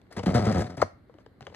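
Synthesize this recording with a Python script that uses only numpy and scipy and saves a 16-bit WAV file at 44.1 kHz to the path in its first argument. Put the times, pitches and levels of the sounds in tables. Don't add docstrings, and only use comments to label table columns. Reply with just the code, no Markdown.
import sys
import numpy as np
from scipy import signal
from scipy.fft import rfft, irfft
from scipy.io import wavfile
from scipy.ndimage import uniform_filter1d

SR = 44100
rng = np.random.default_rng(int(sys.argv[2]) if len(sys.argv) > 2 else 0)


def convert_level_to_amplitude(level_db):
    exponent = np.asarray(level_db, float) / 20
    return 10 ** exponent


def materialize(psi):
    bounded = np.clip(np.atleast_2d(psi).T, -1, 1)
    quanta = np.round(bounded * 32767).astype(np.int16)
    wavfile.write(sys.argv[1], SR, quanta)


N = 68355

# (frequency [Hz], density [dB per Hz])
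AIR_SPECTRUM = [(20, -17), (120, -9), (160, -13), (280, -14), (850, -29.5), (2200, -33), (4200, -40),
                (5500, -62), (14300, -50)]
# (frequency [Hz], correlation [-1..1])
AIR_LIKENESS = [(60, 1), (500, 0.64), (3000, 0.13), (12000, 0.34)]
# (frequency [Hz], t60 [s])
ROOM_DECAY = [(100, 0.39), (500, 0.31), (2000, 0.35), (8000, 0.23)]
# (frequency [Hz], level [dB])
ROOM_SEND = [(60, -26), (120, -17), (300, -7.5), (1000, -7.5), (2500, -0.5), (6000, 0), (10000, 8),
             (13000, -6)]
# (frequency [Hz], difference [dB])
PORT_TILT = [(110, -0.5), (200, -1), (370, 0), (670, 15.5), (1230, 5.5), (2260, 1.5), (4140, 5.9),
             (7580, -1.5)]
# (frequency [Hz], phase [radians])
PORT_LEAD = [(100, 0.32), (800, 0.21), (2500, 1.35), (3900, 1.38), (6000, 4.5), (9000, 5.5), (14000, 7.5)]
# (frequency [Hz], level [dB])
MIC_COLOUR = [(20, -24.5), (60, 0.5), (2100, -1), (2450, -10.5), (3600, -6.5), (4900, 3), (7500, 0),
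              (10000, -3.5), (13000, -5.5), (14300, -11), (15300, -60)]
# (start [s], end [s], level [dB])
RUSTLES = [
    (0, .1, -74),
    (.795, .825, -44),
    (1.08, 1.24, -72),
    (1.405, 1.6, -58),
    (1.18, 1.225, -63),
]
# (time [s], peak [dB], ring [Hz], t60 [s], crack peak [dB])
FLAP_TICKS = [(.016, -52, 3630, 0.013, -49), (.067, -61, 1500, .02, -58), (.128, -51, 520, 0.058, -82),
              (.195, -32.5, 492, 0.081, -28), (.261, -28.5, 900, 0.054, -26),
              (.266, -13.5, 188.5, 0.097, -23.5), (.622, -19, 650, 0.014, -44),
              (.93, -35.5, 75, 0.053, -86), (1.096, -42.5, 500, 0.044, -60),
              (1.1405, -50.5, 550, 0.053, -51.5), (1.147, -46, 307, 0.12, -70),
              (1.185, -46, 610, 0.031, -50), (1.262, -47, 1720, 0.016, -42), (1.263, -37, 470, 0.027, -68),
              (1.4078, -37, 780, 0.028, -37.5), (1.408, -64, 2970, 0.011, -70),
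              (1.4085, -43.5, 1850, 0.014, -60), (1.408, -42.5, 4000, 0.0094, -52),
              (1.42, -46, 2600, 0.025, -48), (1.451, -56, 4200, .025, -70), (1.415, -40, 132, 0.15, -52),
              (1.426, -47, 409, 0.062, -37.5), (1.4678, -34.5, 1515, 0.0097, -33),
              (1.469, -37.5, 900, 0.021, -39.5), (1.478, -35, 580, 0.026, -55),
              (1.468, -38, 2930, 0.019, -35), (1.472, -35, 469, 0.039, -47), (1.478, -44, 89, 0.18, -68),
              (1.498, -56, 3800, .015, -47), (1.501, -43, 457, 0.031, -76), (1.525, -41, 523, 0.035, -53),
              (1.542, -50, 1300, 0.022, -39), (1.5465, -37, 2010, 0.02, -35),
              (1.547, -44.5, 3980, 0.028, -46)]
# (time [s], peak [dB], ring [Hz], t60 [s], crack peak [dB])
SNAP_KNOCKS = [(.8146, -41, 7600, .015, -42), (.8167, -27, 4400, .016, -41), (.8192, -33, 3000, .025, -52),
               (.8222, -33, 5900, .014, -44), (.833, -40, 4600, .014, -54), (.8177, -11, 1300, .014, -40),
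               (.8193, -14, 1250, .014, -44), (.8226, -14, 680, .02, -50), (.8252, -3.5, 550, .016, -60),
               (.821, -17, 950, .015, -47), (.8188, -23, 2080, .017, -51), (.8264, -18, 1040, .028, -51),
               (.8337, -25, 610, .028, -51), (.808, -29, 112, .065, -63), (.823, -23, 98, .11, -63),
               (.83, -29, 205, .055, -63), (.843, -32, 525, .035, -53), (.801, -33, 900, .04, -50)]
# (frequency [Hz], density [dB per Hz])
CRACK_COLOUR = [(300, -6.5), (900, 7.5), (2000, -2.5), (3000, 11), (4200, -7), (6500, -18), (10000, -29),
                (12500, -42), (14000, -61)]
# (frequency [Hz], width [Hz], level [dB])
GRAIN_PITCHES = [(900, 1370, 1.5), (1890, 1270, -1), (3580, 3460, 0.5), (5600, 6500, -2.5),
                 (8120, 5100, 0.5), (11500, 4000, -1.5)]
# (frequency [Hz], density [dB per Hz])
FIBRE_COLOUR = [(180, -10.5), (300, -1.5), (742, -10), (1170, -17), (1720, -18), (2540, -16), (5430, -31),
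                (9880, -40.5), (14300, -59)]
# (time [s], peak [dB], colour [Hz])
BUNDLES = [(0.1134, -52, 3920), (0.113, -59, 2890), (0.125, -40, 3540), (0.129, -57, 2960),
           (0.1665, -34, 2900), (0.1764, -49, 2600), (0.192, -43, 2650), (0.2335, -50, 3260),
           (0.2334, -39, 2690), (0.259, -33.5, 3760), (0.2663, -40, 2600), (0.2701, -35, 2680),
           (0.29, -41, 2720), (0.3003, -40, 2600), (0.3196, -41.5, 5600), (0.3414, -30, 3680),
           (0.3471, -25.5, 3310), (0.355, -26, 3990), (0.3644, -34, 3380), (0.3776, -46, 2690),
           (0.3916, -34, 4090), (0.4025, -47, 2630), (0.4217, -36.5, 3950), (0.439, -42, 3190),
           (0.4534, -31, 3080), (0.4632, -45, 4180), (0.477, -44, 3340), (0.5, -42.5, 3380),
           (0.5153, -47, 3150), (0.5228, -31, 2600), (0.542, -43, 3350), (0.5564, -41, 2690),
           (0.5812, -36.5, 5410), (0.5914, -34, 3340), (0.6051, -31, 2690), (0.618, -30, 2680),
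           (0.643, -44.5, 3280), (0.6662, -40.5, 3420), (0.6982, -47, 3920), (0.7032, -43.5, 3610),
           (0.77, -43, 5070), (0.778, -38, 2930)]
# (start [s], length [s], thump [dB], slip rate [1/s], crackle [dB])
TAB_TUGS = [(0.104, 0.086, -77, 74, -44.5), (0.163, 0.037, -32, 94.7, -30), (0.229, 0.005, -29.5, 124, -26),
            (0.2592, 0.046, -23.5, 86, -27.5), (0.302, 0.044, -32, 86, -39.5),
            (0.341, 0.045, -21, 119, -21.5), (0.388, 0.056, -26.5, 102.4, -30.5),
            (0.44, 0.016, -52, 152, -25.5), (0.462, 0.058, -21, 109.2, -26.5),
            (0.522, 0.014, -45, 140, -31), (0.539, 0.063, -24, 88.4, -28), (0.604, 0.023, -31, 102, -29),
            (0.637, 0.04, -40.5, 123, -37.5), (0.688, 0.067, -42.5, 89, -45),
            (0.769, 0.067, -38, 127, -38.5)]
# (frequency [Hz], density [dB per Hz])
THUMP_COLOUR = [(24, -52), (40, -13.5), (97, 0.5), (222, 1), (355, -14), (714, -5.5), (978, -36),
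                (1320, -29.5), (2600, -47), (3380, -30), (5720, -120)]
# (frequency [Hz], width [Hz], level [dB])
BOX_MODES = [(114, 110, -10), (194, 100, -12.5), (463, 57, -11), (498, 230, -11.5), (702.7, 34, -1.5),
             (1282, 50, -9), (1830, 500, -22)]


def evened(x):
    return x / np.sqrt(np.mean(x ** 2) + 1e-20)


def read(points, hz):
    f, value = np.transpose(points)
    return np.interp(np.log(hz + 1), np.log(f + 1), value)


def add(mix, s, sound):
    part = mix[round(s * SR):][:len(sound)]
    part += sound[:len(part)]


def colour(x, points, late_s=0, corner_hz=1000):
    hz = np.fft.fftfreq(4096, 1 / SR)
    log_gain = np.log(convert_level_to_amplitude(np.maximum(read(points, abs(hz)), -100)))
    lag = 2 * np.pi * late_s * corner_hz * np.arctan(hz / corner_hz)
    phase = signal.hilbert(log_gain).imag + lag
    taps = np.fft.ifft(np.exp(log_gain - 1j * phase)).real[:3000]
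    return signal.oaconvolve(x, taps)[:len(x)]


def ring(x, hz, width_hz):
    r = np.exp(-np.pi * width_hz / SR)
    return 2 * signal.lfilter([1 - r], [1, -r * np.exp(2j * np.pi * hz / SR)], x).real


def air():
    hz = np.fft.rfftfreq(N, 1 / SR)
    left, other = rfft(rng.standard_normal((2, N)))
    same = np.clip(read(AIR_LIKENESS, hz), -1, 1)
    right = same * left + np.sqrt(1 - same ** 2) * other
    spectra = np.array([left, right]) * convert_level_to_amplitude(read(AIR_SPECTRUM, hz))
    return convert_level_to_amplitude(-57.5) * evened(irfft(spectra, N))


def room(x):
    taps = np.zeros((2, 20000))
    at = np.arange(60, 19960, 20) + rng.integers(0, 20, (2, 995))
    np.put_along_axis(taps, at, rng.choice([-1., 1.], at.shape), 1)
    hz, t, bands = signal.stft(taps, SR, nperseg=256)
    decay = convert_level_to_amplitude(-60 * t / read(ROOM_DECAY, hz)[:, None])
    tail = signal.istft(bands * decay, SR, nperseg=256)[1]
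    return signal.fftconvolve(x[None], tail / np.linalg.norm(tail[0]), axes=1)[:, :N]


def ports(x):
    hz = np.fft.rfftfreq(2 * N, 1 / SR)
    tilt = convert_level_to_amplitude(read(PORT_TILT, hz) / 2) * np.exp(.5j * read(PORT_LEAD, hz))
    pair = np.array([tilt, 1 / tilt]) * 2 / (abs(tilt) + 1 / abs(tilt))
    return irfft(rfft(x, 2 * N) * pair)[:, :N]


def fibres(per_s, spread_db):
    shape = (len(GRAIN_PITCHES), N)
    clumps = evened(uniform_filter1d(rng.standard_normal(shape), 200, axis=1))
    hits = (rng.random(shape) < per_s / SR) * rng.standard_normal(shape) * convert_level_to_amplitude(spread_db * clumps)
    grains = sum(convert_level_to_amplitude(db) * evened(ring(h, hz, width)) * np.sqrt(width)
                 for h, (hz, width, db) in zip(hits, GRAIN_PITCHES))
    return evened(colour(grains, FIBRE_COLOUR))


def rustle():
    t = np.arange(N) / SR
    fade_s = 0.0086
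    level = sum(convert_level_to_amplitude(db) * np.clip(np.minimum(t - start, end - t) / fade_s, 0, 1)
                for start, end, db in RUSTLES)
    return level * fibres(per_s=5600, spread_db=-2.0)


def knocks(table):
    droop, buzz, swell_turns = .15, .25, .68
    crack_t60_s, crack_rise_s = .013, .0006
    out, t = np.zeros(N), np.arange(6000) / SR
    noise = rng.standard_normal((len(table), len(t)))
    for (s, db, hz, t60, crack_db), n in zip(table, noise):
        turns = np.cumsum(hz * (1 - droop * np.minimum(t / t60, 1))) / SR
        rattle = evened(ring(ring(n, hz * 2.03, hz), hz * 1.09, hz))
        body = convert_level_to_amplitude(db - 60 * t / t60) * (buzz * rattle - np.sin(2 * np.pi * turns))
        swell = np.sin(np.pi / 2 * np.minimum(t * hz / swell_turns, 1)) ** 2
        crack_level = np.minimum(t / crack_rise_s, 1) * convert_level_to_amplitude(crack_db - 60 * t / crack_t60_s)
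        add(out, s, body * swell + crack_level * evened(colour(n, CRACK_COLOUR)))
    return out


def rips():
    rise_s, t60_s, relative_width = .004, 0.046, 0.58
    out, t = np.zeros(N), np.arange(3000) / SR
    noise = rng.standard_normal((len(BUNDLES), 3, len(t)))
    chance = rng.uniform(-1, 1, (len(BUNDLES), 3))
    shape = np.minimum(t / rise_s, 1) * convert_level_to_amplitude(-4.5 - 60 * t / t60_s)
    for (s, db, hz), rows, (low, high, shift) in zip(BUNDLES, noise, chance):
        # (Hz, dB)
        parts = [(hz, 0), (1500, 2.5 + 3 * low), (7600 + 1500 * shift, -9.5 + 4 * high)]
        burst = np.zeros(len(t))
        for n, (f, part_db) in zip(rows, parts):
            width = f * relative_width
            burst += convert_level_to_amplitude(part_db) * evened(ring(ring(n, f, width), f, width))
        add(out, s - rise_s / 2, convert_level_to_amplitude(db) * shape * burst)
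    return out


def tugs():
    thump_rise_s, crackle_rise_s, release_s = .005, .006, 0.0091
    thump_sag_db, crackle_sag_db = -2, -4.5
    slowing, jitter, first_slip = .08, .04, .1
    t = np.arange(N) / SR
    thump, crackle, slip_count = np.zeros((3, N))
    wobble = evened(uniform_filter1d(rng.standard_normal(N), 300))
    for start, length, thump_db, rate, crackle_db in TAB_TUGS:
        u = np.clip((t - start) / length, 0, 1)
        free = np.exp(-np.maximum(t - start - length, 0) / release_s)
        thump_rise = np.clip((t - start) / thump_rise_s, 0, 1)
        crackle_rise = np.clip((t - start) / crackle_rise_s, 0, 1)
        thump += free * thump_rise * convert_level_to_amplitude(thump_db + thump_sag_db * u)
        crackle += free * crackle_rise * convert_level_to_amplitude(crackle_db + crackle_sag_db * np.sqrt(u))
        speed = rate * (1 + slowing * (.5 - u) + jitter * wobble)
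        turns = np.cumsum((t >= start) * speed) / SR
        slip_count = np.where(t >= start, turns + first_slip, slip_count)
    return thump, crackle, slip_count


def tearing():
    uneven_db, rumble_db, box_db, crackle_bed_db = 2, -8, 10.5, -3
    fibre_gate = .25
    thump, crackle, turns = tugs()
    size = evened(uniform_filter1d(rng.standard_normal(N), 300))
    slips = -evened((np.diff(np.floor(turns), prepend=0) > 0) * convert_level_to_amplitude(uneven_db * size))
    noise = rng.standard_normal(N)
    kicks = thump * (slips + convert_level_to_amplitude(rumble_db) * noise)
    drive = colour(kicks, THUMP_COLOUR, late_s=.002, corner_hz=400)
    drive = drive / np.std(colour(noise, THUMP_COLOUR))
    box = sum((-1) ** k * convert_level_to_amplitude(db) * np.sqrt(100 / width) * ring(kicks, hz, width)
              for k, (hz, width, db) in enumerate(BOX_MODES))
    gate = 1 + fibre_gate * np.cos(2 * np.pi * turns)
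    bed = crackle * gate * fibres(per_s=3600, spread_db=3)
    return drive + convert_level_to_amplitude(box_db) * box + convert_level_to_amplitude(crackle_bed_db) * bed


def scene():
    box = tearing() + knocks(SNAP_KNOCKS) + knocks(FLAP_TICKS) + rustle() + rips()
    return ports(box) + convert_level_to_amplitude(-13) * room(colour(box, ROOM_SEND)) + air()


def top_cut(x):
    return signal.sosfilt(signal.butter(12, 14480, fs=SR, output="sos"), x)


def record(dry):
    mix = np.array([colour(x, MIC_COLOUR) for x in dry])
    return top_cut(mix)


dry = scene()
out = record(dry)
materialize(out)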